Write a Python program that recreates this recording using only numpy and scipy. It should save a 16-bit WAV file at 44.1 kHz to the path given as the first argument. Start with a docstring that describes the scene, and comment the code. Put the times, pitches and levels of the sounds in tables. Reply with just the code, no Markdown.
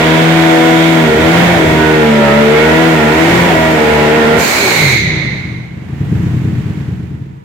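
"""A V-twin motorcycle roars at high revs in a sheet-metal garage while its rear tyre spins on concrete.
Twice at high revs the firing turns uneven; then the throttle shuts, the tyre squeals and the revs run down.
Last come slow paired idle puffs that swell and fade. The high-rev note is a stack of sine waves, the puffs
are clicks ringing in resonances, and the roar, rasp and squeal are shaped noise."""
import sys
import numpy as np
from scipy import signal
from scipy.fft import rfft, irfft, next_fast_len
from scipy.io import wavfile
from scipy.ndimage import uniform_filter1d

SR = 44100
rng = np.random.default_rng(int(sys.argv[2]) if len(sys.argv) > 2 else 0)


def log_audio(samples):
    """Write samples as a 16-bit WAV file to the path given in sys.argv[1]."""
    # one column per channel
    frames = np.atleast_2d(samples).T
    # limit to full scale, then quantise
    limited = np.clip(frames, -1, 1)
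    pcm = np.round(limited * 32767).astype(np.int16)
    wavfile.write(sys.argv[1], SR, pcm)


N = 328104   # length of the sound in samples


# Loudness of the exhaust: t/s, level/dB
EXHAUST_LEVEL = [(0, -9.5), (.5, -6.5), (1.06, -8), (1.55, -8.5), (2.08, -7.5), (2.45, -7), (3.05, -8.5),
                 (3.66, -9.5), (4.36, -8), (4.43, -14.5), (4.52, -28), (4.67, -15.5), (4.77, -23),
                 (4.82, -11), (5.02, -17.5), (5.1, -14.5), (5.3, -18.5), (5.45, -24)]
# How much of the open-throttle note is left: t/s, level/dB
THROTTLE = [(0, 0), (4.42, 0), (4.68, -2), (4.85, -11), (5.45, -12)]
COAST_WET_DB = -7   # garage echo on the shut-throttle thumps


def exhaust(firing_s, unevenness):
    """With the throttle open the pipe sings; with it shut the silencer thumps."""
    t = np.arange(N) / SR
    load = amp(in_time(THROTTLE)[0])
    strengths = amp((unevenness + 1.5) * rng.standard_normal(len(firing_s)))
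    thumps = silencer(firing_s, strengths, COAST_WET_DB)
    singing = load * evened(pipe_note(firing_s, unevenness), 0.031)
    thumping = (1 - load) * evened(thumps, 0.096)
    fade_out = np.interp(t, [5.36, 5.43], [1, 0])   # the idle puffs take over
    return evened(singing + thumping, 0.33) * amp(in_time(EXHAUST_LEVEL)[0]) * fade_out


# Strength of each multiple of the cycle rate, before the resonances: multiple, level/dB
MULTIPLES = [(1, 2), (2, 2.5), (3, 3.5), (4, -0.5), (5, -3), (6, 6), (7, -1), (8, 7.5), (9, 6.5), (10, -33),
             (11, 6), (12, 5), (13, 6.5), (14, -5.5), (15, 1), (16, -34), (17, 1.5), (18, 3.5), (19, 3.5),
             (20, -16), (21, 2.5), (22, -0.5), (23, -12), (24, 2)]
# Pipe and garage resonances, compared with one another: f/Hz, width/Hz, level/dB
PIPE_RESONANCES = [(81.6, 9.3, -4.5), (172, 96, 6.5), (221.3, 11.5, 9.5), (329.3, 38, 10),
                   (384.2, 33.4, 8.5), (459.6, 46, 2), (523, 24, -1.5), (579, 37, 1), (650, 93, -5),
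                   (748.5, 72, -3), (841.4, 30, -7), (951, 78, -7.5), (1270, 290, -32), (1400, 350, -10),
                   (1873, 226, -6), (2570, 610, -15), (3100, 1200, -33)]
WANDER_DB, WANDER_S = 2.5, .14   # typical swell of each multiple, and time between its random steps
LOAD_WET_DB = -10                # garage echo on the pipe note


def pipe_note(firing_s, unevenness):
    """Sines at multiples of the cycle rate, loud near a resonance; uneven firing shakes each its own way."""
    cycle_hz, turns = crank()
    stop = int(RUN_DOWN[-1][0] * SR)
    t = np.arange(stop) / SR
    grid_hz = np.arange(4200.)
    power = sum(amp(2 * db) / (1 + (2 * (grid_hz - hz) / width) ** 2) ** 2
                for hz, width, db in PIPE_RESONANCES)
    response = np.sqrt(power)
    levels_db = np.r_[np.array(MULTIPLES)[:, 1], np.full(22, -3.0)]   # 22 more multiples above the table
    note = np.zeros(N)
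    for k, db in enumerate(levels_db, start=1):
        shake = unevenness * rng.standard_normal((2, len(firing_s)))
        phase_shake = np.interp(t, firing_s, .13 * shake[0])   # radians
        phase = 2 * np.pi * (k * turns[:stop] + rng.random()) + phase_shake
        level_shake = np.interp(t, firing_s, amp(.6 * shake[1]))
        resonance = np.interp(k * cycle_hz[:stop], grid_hz, response)
        # each multiple swells and fades on its own
        steps_s = np.arange(0, N / SR, WANDER_S)
        wander = amp(np.interp(t, steps_s, WANDER_DB * rng.standard_normal(len(steps_s))))
        note[:stop] += amp(db) * level_shake * resonance * wander * np.sin(phase)
    return garage(note, LOAD_WET_DB)


# Engine cycles per second at high revs: t/s, f/Hz
HIGH_REVS = [(0.0, 78.8), (0.32, 82.08), (0.59, 81.21), (0.94, 82.01), (1.14, 75.93), (1.26, 81.04),
             (1.47, 88), (1.57, 83.42), (1.63, 79.22), (1.97, 77.46), (2.28, 71.33), (2.46, 73.98),
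             (2.79, 80.8), (2.88, 81.81), (3.05, 74.76), (3.31, 84.98), (3.47, 88.05), (3.54, 80.4),
             (3.74, 79.35), (3.81, 75.93), (4.09, 75), (4.17, 77.89), (4.25, 75.83), (4.4, 77.84)]
# Engine cycles per second as the revs drop: t/s, f/Hz
RUN_DOWN = [(4.45, 76), (4.52, 71.5), (4.66, 64), (4.8, 53.3), (4.9, 43), (5.04, 33.5), (5.24, 26),
            (5.3, 23.8), (5.45, 18)]


def crank():
    """Cycle rate in Hz, and its running sum: the cycles turned so far."""
    cycle_hz = in_time(HIGH_REVS + RUN_DOWN)[0]
    return cycle_hz, np.cumsum(cycle_hz) / SR


# Spells of uneven burning: start t/s, hold t/s, unevenness (scales the random shake of each firing)
STUMBLES = [(1.1, .2, 2.3), (1.4, .25, 5.5), (3.3, .2, 5.5), (3.7, .7, 2.2), (4.43, .13, 8.5)]
STEADY_UNEVENNESS, STUMBLE_RISE_S, STUMBLE_FALL_S = .7, .1, .2
REAR_LAG_CYCLES = 3 / 8   # 270 degrees of a 720-degree cycle


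def firings():
    """Firing times and their unevenness: the front cylinder, then the rear one 270 degrees later."""
    turns = crank()[1]
    count = np.arange(int(turns[int(RUN_DOWN[-1][0] * SR)]))
    both_cylinders = np.c_[count, count + REAR_LAG_CYCLES].ravel()
    firing_s = np.interp(both_cylinders, turns, np.arange(N) / SR)
    spells = []
    for start, hold, peak in STUMBLES:
        corners_s = [start - STUMBLE_RISE_S, start, start + hold, start + hold + STUMBLE_FALL_S]
        spells.append(np.interp(firing_s, corners_s, [0, peak, peak, 0]))
    return firing_s, np.maximum(np.max(spells, axis=0), STEADY_UNEVENNESS)


PUFF_SPREAD_DB, PUFF_JITTER_S = 1.5, .002   # typical random change in strength and timing
IDLE_WET_DB = -1                            # garage echo on the puffs


def idle():
    """Slow exhaust puffs, each a little stronger or weaker, earlier or later."""
    puff_s, strength_db = puffs()
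    chance = rng.standard_normal((len(puff_s), 2))
    uneven_s = puff_s + PUFF_JITTER_S * chance[:, 0]
    uneven_db = strength_db + PUFF_SPREAD_DB * chance[:, 1]
    return silencer(uneven_s, amp(uneven_db), IDLE_WET_DB)


# Idle pace, steady from each time on: t/s, cycle rate f/Hz, rear lag/cycles, third thump level/dB
IDLE_PACE = [(5.382, 15.42, .37, -30), (5.771, 8.62, .38, -8), (6.119, 9.28, .3, -6),
             (6.658, 8.95, .33, -16)]
# Strength of the idle puffs as they enter the silencer: t/s, level/dB
IDLE_STRENGTH = [(5.38, -15.5), (5.5, -14.5), (5.66, -32), (5.71, -22), (5.9, -12.5), (6.2, -6.5),
                 (6.5, -8), (6.8, -12), (7.1, -17), (7.44, -32)]
REAR_PUFF_DB, THIRD_LAG_CYCLES = -2.5, .69


def puffs():
    """Idle puff times and strengths: front cylinder, rear cylinder, and a weaker third thump later in each
    cycle."""
    start, rate, lag, third_db = np.transpose(IDLE_PACE)
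    knots_s = np.r_[start, N / SR]
    turns = np.r_[0, np.cumsum(rate * np.diff(knots_s))]
    count = np.arange(int(turns[-1]) + 1)
    # the row of the pace table that each cycle falls in
    row = np.searchsorted(np.round(turns), count, side="right").clip(1, len(rate)) - 1
    puff_turns = np.c_[count, count + lag[row], count + THIRD_LAG_CYCLES]
    puff_s = np.interp(puff_turns, turns, knots_s)
    step_db = np.c_[0 * count, 0 * count + REAR_PUFF_DB, third_db[row]]
    strength_db = np.interp(puff_s, *np.transpose(IDLE_STRENGTH)) + step_db
    return puff_s.ravel(), strength_db.ravel()


# Silencer resonances: f/Hz, width/Hz of one pass, input level/dB, lag t/s (from 3 ms before the puff)
SILENCER = [(80, 55, -17, 0), (128, 56, -6, .002), (190, 85, -6.5, .006), (290, 100, -15, .010),
            (400, 120, -15, .011)]


def silencer(puff_s, sizes, wet_db):
    """Each soft puff swells and dies, upper chambers later: a click passes each resonance twice."""
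    thumps = 0
    for hz, width, db, lag in SILENCER:
        kicks = clicks(puff_s + lag - .003, sizes * amp(db))
        once = resonate(kicks, hz, width)
        thumps = thumps + resonate(once, hz, width) * SR / width
    soft = signal.sosfilt(signal.butter(2, 260, fs=SR, output="sos"), thumps)   # low-pass at 260 Hz
    return garage(soft, wet_db)


GARAGE_T60_S = .9   # time for the echo to die by 60 dB


def garage(x, wet_db):
    """Adds the dense echo of the metal walls: noise that starts after 8 ms and dies away."""
    t = np.arange(int(GARAGE_T60_S * SR)) / SR
    tail = rng.standard_normal(len(t)) * amp(-60 * t / GARAGE_T60_S) * (t > .008)
    tail = tail / np.sqrt(np.sum(tail ** 2))
    return x + amp(wet_db) * signal.fftconvolve(x, tail)[:N]


# Tyre squeal: t/s, lowest band level/dB, second and third band level/dB against the lowest
SQUEAL_LEVEL = [(4.37, -16, -9, -9), (4.5, -22.5, -2.5, -10), (4.95, -12.5, -8, -17.5),
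                (5.04, -18, -8, -18), (5.3, -23.5, -10, -25), (5.6, -37.5, -11.5, -24),
                (5.9, -52, -20, -25)]
# Squeal bands: f/Hz at pitch ratio 1, half-width/Hz of each smoothing stage
TREAD_BANDS = [(2150, 175), (3950, 400), (6350, 580)]
# Squeal pitch as the wheel slows: t/s, pitch ratio
SLIDE = [(4.4, 1.09), (4.9, 1.01), (5.2, .985), (5.9, 0.99)]


def squeal():
    """Tread blocks stick and slip: noise rings in three broad bands that sink with wheel speed."""
    level_db, second_db, third_db = in_time(SQUEAL_LEVEL)
    slide = np.cumsum(in_time(SLIDE)[0]) / SR
    bands = []
    for hz, width in TREAD_BANDS:
        slips = rng.standard_normal((2, N)) + 1j * rng.standard_normal((2, N))
        r = np.exp(-2 * np.pi * width / SR)
        # slow random wobble: the ring loses step within a few cycles
        wobble = signal.lfilter([1], [1, -2 * r, r * r], slips)
        bands.append(rms_one(np.real(wobble * np.exp(2j * np.pi * hz * slide))))
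    # the tyre bites, then stands
    grips = np.interp(np.arange(N) / SR, [4.37, 4.45, 5.8, 5.95], [0, 1, 1, 0])
    mix = bands[0] + amp(second_db) * bands[1] + amp(third_db) * bands[2]
    return amp(level_db) * grips * mix


# Rasp bands: f/Hz, width/Hz of one pass, starting level/dB, share of the swing, drift in dB per s
RASP = [(2185, 260, -26, 0.95, 0), (3307, 830, -26, 0.68, -2)]
# The tread catches briefly and the rasp flares: t/s, level/dB before the band's share
CATCHES = [(.85, 5), (2.6, 7)]
CATCH_S = 0.055   # a flare falls to 37% of its dB this long before and after its peak


def rasp():
    """The tread scrubs the floor: two noisy bands that swell with the treble and stop as the tyre bites."""
    scrub = rng.standard_normal((2, N))
    t = np.arange(N) / SR
    swing_db = np.minimum(in_time(ROAR_LEVEL)[1] - ROAR_LEVEL[0][2], 4)
    for catch_s, db in CATCHES:
        swing_db = swing_db + db * np.exp(-((t - catch_s) / CATCH_S) ** 2)
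    bands = 0
    for hz, width, db, share, drift in RASP:
        band = rms_one(resonate(resonate(scrub, hz, width), hz, width))
        bands = bands + amp(db + share * swing_db + drift * t) * band
    return bands * np.interp(t, [4.37, 4.45], [1, 0])


# Roar of gas and rubber: t/s, body level/dB, treble level/dB
ROAR_LEVEL = [(0, -14, -33.5), (.8, -16.5, -31.5), (1.15, -17.5, -34.5), (1.39, -12.5, -31),
              (1.62, -17, -33.5), (2.2, -16.5, -37.5), (2.85, -15, -33), (3.07, -16.5, -34.5),
              (3.33, -12.5, -30.5), (3.6, -16.5, -33.5), (4.36, -15, -37), (4.4, -14.5, -23.5),
              (4.5, -14.5, -22), (4.79, -15, -24), (4.93, -22.5, -28), (5.01, -34, -38), (5.14, -29.5, -54),
              (5.72, -42.5, -63), (6.22, -34, -49.5), (6.8, -37, -54), (7.44, -52.5, -69)]
# Tone of the body: f/Hz, relative level/dB per Hz
BODY_COLOUR = [(40, -17), (300, 2.5), (1000, -2), (1250, -5.5), (1900, -2), (2500, -7), (3600, -14),
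               (5300, -23.5), (6600, -29.5), (8500, -31.5), (16000, -45)]
# Tone of the treble: f/Hz, relative level/dB per Hz
TREBLE_COLOUR = [(3000, -5), (7000, 5), (10000, -4.5), (12500, -1), (16000, -4.5)]


def roar(firing_s, depth):
    """Hiss of gas and rubber, puffed by each firing, with a thin treble layer on top."""
    body_db, treble_db = in_time(ROAR_LEVEL)
    idle_s = puffs()[0]
    idle_clicks = clicks(idle_s, np.tile([1, 1, .3], len(idle_s) // 3))
    fast_beat = signal.lfilter([1], [1, -.99], clicks(firing_s, np.ones(len(firing_s))))
    slow_beat = signal.lfilter([1.5], [1, -.9988], idle_clicks)   # idle puffs die away more slowly
    gate = evened(1 + depth * (fast_beat + slow_beat), 0.61)
    return amp(body_db) * hiss(BODY_COLOUR, gate) + amp(treble_db) * hiss(TREBLE_COLOUR, gate)


def hiss(colour, gate):
    """Two unrelated noises of one colour, both puffed by the gate; rms 1."""
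    hz = np.fft.rfftfreq(N, 1 / SR) + 1
    puffed = rng.standard_normal((2, N)) * gate
    return rms_one(irfft(rfft(puffed) * amp(at_hz(colour, hz)), N))


def scattered(x, t60):
    """The same spectrum with its phases stirred by wall reflections."""
    size = next_fast_len(N + SR)
    walls = rfft(rng.standard_normal(SR) * amp(-60 * np.arange(SR) / SR / t60), size)
    return irfft(rfft(x, size) * walls / np.abs(walls), size)[:N]


# How alike left and right are: f/Hz, likeness (1 = same, 0 = unrelated)
LIKENESS = [(60, 0.92), (150, 0.95), (380, 0.84), (950, 0.21), (2380, 0.013), (5980, -0.015),
            (15000, -0.01)]
# Balance, left over right: f/Hz, level/dB
LEAN = [(60, -1), (130, 0), (290, 1), (640, 0), (1410, -5), (3100, -5), (6820, -6.5), (10000, 2.5),
        (15000, -1)]


def stereo(mid, side):
    """Two microphones: alike in the bass, unrelated in the treble, leaning right over much of the range."""
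    size = next_fast_len(N + SR)
    hz = np.fft.rfftfreq(size, 1 / SR) + 1
    alike = np.clip(at_hz(LIKENESS, hz), -.9, 1)
    half_lean = at_hz(LEAN, hz) / 2
    shared = np.sqrt(1 + alike) * rfft(mid, size)
    opposed = np.sqrt(1 - alike) * rfft(side, size) * [[1], [-1]]
    pair = (shared + opposed) * amp([half_lean, -half_lean])
    return irfft(pair / np.sqrt(1 + alike), size)[:, :N]


def amp(db):
    """Turns a level in dB into a plain multiplier."""
    return 10 ** (np.asarray(db) / 20)


def rms_one(x):
    """Scales a sound to an rms (average strength) of 1."""
    return x / np.sqrt(np.mean(x ** 2) + 1e-20)


def evened(x, span_s):
    """Holds the short-time level at rms 1."""
    return x / np.sqrt(uniform_filter1d(x ** 2, int(span_s * SR)) + 1e-12)


def in_time(rows):
    """Draws straight lines between a table's times, giving each column sample by sample."""
    s, *columns = np.transpose(rows)
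    return [np.interp(np.arange(N) / SR, s, column) for column in columns]


def at_hz(points, hz):
    """Reads a table between its frequencies, on a log-frequency axis."""
    table_hz, values = np.array(points)[:, 0], np.array(points)[:, 1]
    return np.interp(np.log(hz), np.log(table_hz), values)


def resonate(x, hz, width):
    """One resonance that lets its own frequency through at full strength."""
    r = np.exp(-np.pi * width / SR)
    feed = np.array([1, 0, -1]) * (1 - r * r) / 2
    ring = [1, -2 * r * np.cos(2 * np.pi * hz / SR), r * r]
    return signal.lfilter(feed, ring, x + 1e-18)


def clicks(seconds, sizes):
    """Places each click between samples by sharing it over two neighbours."""
    at = np.clip(seconds * SR, 0, N - 2)
    whole = at.astype(int)
    first = np.bincount(whole, sizes * (1 + whole - at), N)
    second = np.bincount(whole + 1, sizes * (at - whole), N)
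    return first + second


def scene():
    """Engine, tyre and roar on two microphones."""
    firing_s, unevenness = firings()
    engine = exhaust(firing_s, unevenness) + idle()
    noise = roar(firing_s, depth=0.19) + rasp() + squeal()
    return stereo(engine + noise[0], scattered(engine, t60=0.31) + noise[1])


LOW_CUT_HZ, CUTOFF_HZ = 34, 16400


def record(dry):
    """The microphones lose the deepest bass, the input stage overloads softly; the top is cut."""
    dry = signal.sosfilt(signal.butter(2, LOW_CUT_HZ, "high", fs=SR, output="sos"), dry)
    loud = .97 * np.tanh(np.abs(dry) ** 2) ** .5 * np.sign(dry)
    return signal.sosfilt(signal.cheby2(18, 70, CUTOFF_HZ, fs=SR, output="sos"), loud)


dry = scene()
out = record(dry)
log_audio(out)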